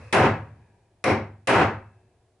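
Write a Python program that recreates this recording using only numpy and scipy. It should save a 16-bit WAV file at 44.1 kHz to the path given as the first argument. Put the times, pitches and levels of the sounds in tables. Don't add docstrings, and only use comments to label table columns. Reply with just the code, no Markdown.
import sys
import numpy as np
from scipy import signal
from scipy.fft import rfft, irfft, next_fast_len
from scipy.io import wavfile
from scipy.ndimage import uniform_filter1d

SR = 44100
rng = np.random.default_rng(int(sys.argv[2]) if len(sys.argv) > 2 else 0)


def dump(signal):
    limited = np.clip(np.atleast_2d(signal).T, -1, 1)
    pcm = np.round(limited * 32767).astype(np.int16)
    wavfile.write(sys.argv[1], SR, pcm)


N = 105840
LEAD = int(0.5 * SR)
SIZE = next_fast_len(N + LEAD)
TIME = (np.arange(SIZE) - LEAD) / SR
HZ = np.maximum(np.arange(SIZE // 2 + 1) * SR / SIZE, 1)


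def from_db(db):
    return 10 ** (np.asarray(db) / 20)


def curve(points, column=1):
    table = np.array(points)
    return np.interp(np.log(HZ), np.log(table[:, 0]), table[:, column])


def bell(x, centre, width):
    return np.exp(-2 * ((x - centre) / width) ** 2)


def peaks_db(resonances):
    return sum(db * bell(HZ, hz, width) for hz, width, db in resonances)


def attack(age, build_s):
    return 1 - np.exp(-np.maximum(age, 0) / build_s)


def decay(age, t60):
    return (age >= 0) * np.exp(-np.log(1000) * np.maximum(age, 0) / t60)


def stereo_noise(colour_db):
    # (frequency [Hz], left-right correlation [0..1], left minus right [dB])
    image = [(101, 0.99, 1), (250, 1, .5), (500, 0.92, 0.5), (1000, 0.78, 1.8), (2181, .78, 1.6),
             (4000, .05, -4), (8500, .3, -2.3)]
    mid, side = rfft(rng.standard_normal((2, SIZE)))
    alike = np.clip(curve(image), -.99, .998)
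    sign = np.array([[1], [-1]])
    pair = np.sqrt((1 + alike) / 2) * mid + sign * np.sqrt((1 - alike) / 2) * side
    balance = from_db(sign * curve(image, column=2) / 2)
    gain = from_db(colour_db)
    return pair * balance * gain / np.sqrt(np.mean(gain ** 2))


def struck_modes(modes, age):
    scatter_db = 2.5 * rng.standard_normal(len(modes))
    return sum(from_db(db + extra) * decay(age, t60) * np.sin(2 * np.pi * hz * age)
               for (hz, db, t60), extra in zip(modes, scatter_db))


def room_tone():
    # (frequency [Hz], relative level [dB])
    air_eq = [(15, -40.5), (25, -15), (115, 0), (187, -23), (372, -10.5), (545, -16.5), (685, -12.5),
              (1200, -26.5), (1670, -30), (11000, -37), (14300, -60), (22000, -120)]
    return from_db(-65.5) * irfft(stereo_noise(curve(air_eq)), SIZE)


def punch_scrape():
    # (frequency [Hz], relative level [dB])
    scrape_eq = [(400, -9), (520, 5.5), (750, -11), (1100, -4), (1450, -10.5), (1800, -8), (2250, -11.5),
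                 (2580, -2.5), (2950, -23.5), (5000, -20.5), (7000, -26.5), (11000, -29)]
    rub = irfft(stereo_noise(curve(scrape_eq)), SIZE)
    return from_db(-51.5) * rub * bell(TIME, centre=0.045, width=0.16)


def punch_colour(steel_db, ring_db, top_hz):
    # (frequency [Hz], width [Hz])
    lower_rings = [(2220, 520), (3900, 220), (4400, 79), (5480, 890)]
    shelf_hz, top_width_hz = 1700, 520
    shelf = steel_db * HZ ** 2 / (HZ ** 2 + shelf_hz ** 2)
    top_ring = (top_hz, top_width_hz, 9 + 0.41 * ring_db)
    return shelf + peaks_db([(hz, width, ring_db) for hz, width in lower_rings] + [top_ring])


def steel_tick(age, colour_db):
    # (frequency [Hz], relative level [dB])
    tick_eq = [(60, -31.5), (300, 4), (2500, -1.5), (4000, -12), (7000, -10), (10000, -13.5), (16000, -1.5)]
    crack = irfft(stereo_noise(curve(tick_eq)) * from_db(colour_db), SIZE)
    return from_db(6.5) * crack * attack(age, build_s=0.003) * decay(age, t60=0.023)


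def wood_colour(bite_db, hollow_db):
    bite_hz, hollow_hz = 1380, 406
    octave = np.log2(HZ)
    bite = bite_db * bell(octave, np.log2(bite_hz), width=2)
    hollow = hollow_db * bell(octave, np.log2(hollow_hz), width=2)
    return bite + hollow


def board_knock(age, colour_db):
    # (frequency [Hz], relative level [dB])
    knock_eq = [(30, -24), (50, -27.5), (80, -8), (130, 0), (230, -1), (400, -1), (800, -0.5), (1300, -3),
                (1800, -5.5), (2300, -9.5), (2800, -10.5), (3500, -20), (4800, -25), (7500, -29.5),
                (11000, -34.5), (16000, -30.5)]
    # (frequency [Hz], width [Hz], boost [dB])
    resonances = [(219, 26, 4.5), (278, 60, 3), (351, 71, 2), (395.8, 5.3, 7), (407, 6.3, 3.5),
                  (458, 48, 0.5), (531.2, 14, 9.5), (660, 16, 2), (688, 16, -2.5), (765, 37, 4),
                  (927.4, 37, 4), (1040, 48, 1.5), (1143, 14, -2), (1305, 13, 3), (1550, 20, 1),
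                  (1690, 9.8, 9.5), (1756, 94, -3), (1740, 13, -2), (2586, 21, 8.5), (3330, 32, 3.5),
                  (6000, 110, 0.5), (6660, 98, 3), (7900, 120, 3.5)]
    # (centre [Hz], t60 [s], build-up [s])
    reverb = [(50, 0.55, .04), (120, 0.39, .04), (250, 0.34, 0.036), (580, 0.35, 0.013), (1470, 0.38, 0.01),
              (2740, 0.32, 0.0015), (5000, 0.3, .0015), (9700, 0.22, .0015)]
    spectrum = stereo_noise(curve(knock_eq) + peaks_db(resonances)) * from_db(colour_db)
    centres, t60s, builds = np.transpose(reverb)
    out = 0
    for solo, t60, build_s in zip(np.eye(len(centres)), t60s, builds):
        crossover = np.interp(np.log(HZ), np.log(centres), solo)
        band = irfft(spectrum * crossover, SIZE)
        out = out + band * attack(age, build_s) * decay(age, t60)
    return from_db(4.5) * out


def door_boom(age):
    # (frequency [Hz], level [dB], t60 [s])
    door_modes = [(79, -24.5, 0.75), (90.7, -19, 0.49), (101.2, -13, 0.67), (111.1, -23, 0.79),
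                  (121.1, -19.5, .62), (147.3, -19.5, 0.55), (222.6, -17.5, .5), (319.4, -25.5, 0.11),
                  (544.5, -20, .48)]
    return struck_modes(door_modes, age) * attack(age, build_s=0.023)


def after_ring(age):
    # (frequency [Hz], relative level [dB])
    wash_eq = [(50, -3), (105, 8), (180, 7), (400, -2), (900, -4.5), (1300, -19), (1750, -8.5), (2150, -16),
               (2600, -20), (3200, -25), (10000, -35.5)]
    # (frequency [Hz], width [Hz], boost [dB])
    resonances = [(470, 73, 1.5), (810, 20, 9.5), (960, 33, 12), (1650, 110, 8), (2450, 250, 10)]
    wash = irfft(stereo_noise(curve(wash_eq) + peaks_db(resonances)), SIZE)
    return from_db(-51.5) * wash * decay(age, t60=1.75)


def singing_metal(age):
    # (frequency [Hz], level [dB], t60 [s])
    metal_modes = [(374, -61, 3.5), (700, -66.5, 2), (2635, -53, 1.1), (4350, -35, 0.4)]
    return struck_modes(metal_modes, age)


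def scene():
    # (time [s], force [dB], nail bite [dB], steel shelf [dB], tick [dB], punch ring [dB],
    #  top ring [Hz], boom [dB], board hollow [dB], after-ring [dB], singing metal [dB])
    blows = [(-0.33, 2.5, -5.5, -5, 0, 10, 9800, 0.5, 2.5, -1, -4),
             (0.1258, 2, -1.5, -1, -3.5, 2, 9780, 1, 2.5, 6, -5.5),
             (1.04, -8.5, -4.5, -5, 9, 8.5, 9810, 1.5, 3.5, 3.5, -8),
             (1.472, 4.5, -1, 1.5, 2.5, 1.5, 9550, -4.5, 2.5, -2, -4.5)]
    out = room_tone() + punch_scrape()
    for (start_s, force_db, bite_db, steel_db, tick_db, ring_db,
         top_hz, boom_db, hollow_db, after_db, metal_db) in blows:
        age = TIME - start_s
        punch_db = punch_colour(steel_db, ring_db, top_hz)
        tick = from_db(tick_db) * steel_tick(age, punch_db)
        knock = board_knock(age, punch_db + wood_colour(bite_db, hollow_db))
        boom = from_db(boom_db) * door_boom(age)
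        wash = from_db(after_db) * after_ring(age)
        metal = from_db(metal_db) * singing_metal(age)
        out = out + from_db(force_db) * (tick + knock + boom + wash + metal)
    return out[:, LEAD:LEAD + N]


def limiter(dry):
    threshold_db, release_db_per_s, detect_s = -12.5, 199.5, 0.0043
    treble_hz, treble_weight, duck_db_per_db = 3000, 3.07, 1.0668
    treble = signal.sosfilt(signal.butter(2, treble_hz, "high", fs=SR, output="sos"), dry)
    sidechain = np.mean(dry ** 2 + (treble_weight * treble) ** 2, axis=0)
    power = uniform_filter1d(sidechain, int(detect_s * SR))
    level_db = 10 * np.log10(np.maximum(power, 1e-12))
    target_db = duck_db_per_db * np.maximum(level_db - threshold_db, 0)
    ramp = release_db_per_s * np.arange(N) / SR
    held_db = np.maximum.accumulate(target_db + ramp) - ramp
    duck_db = uniform_filter1d(held_db, size=64)
    return dry * from_db(-duck_db)


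def record(dry):
    high_cut = signal.ellip(10, .5, 70, 11000, fs=SR, output="sos")
    return signal.sosfilt(high_cut, limiter(dry))


dry = scene()
out = record(dry)
dump(out)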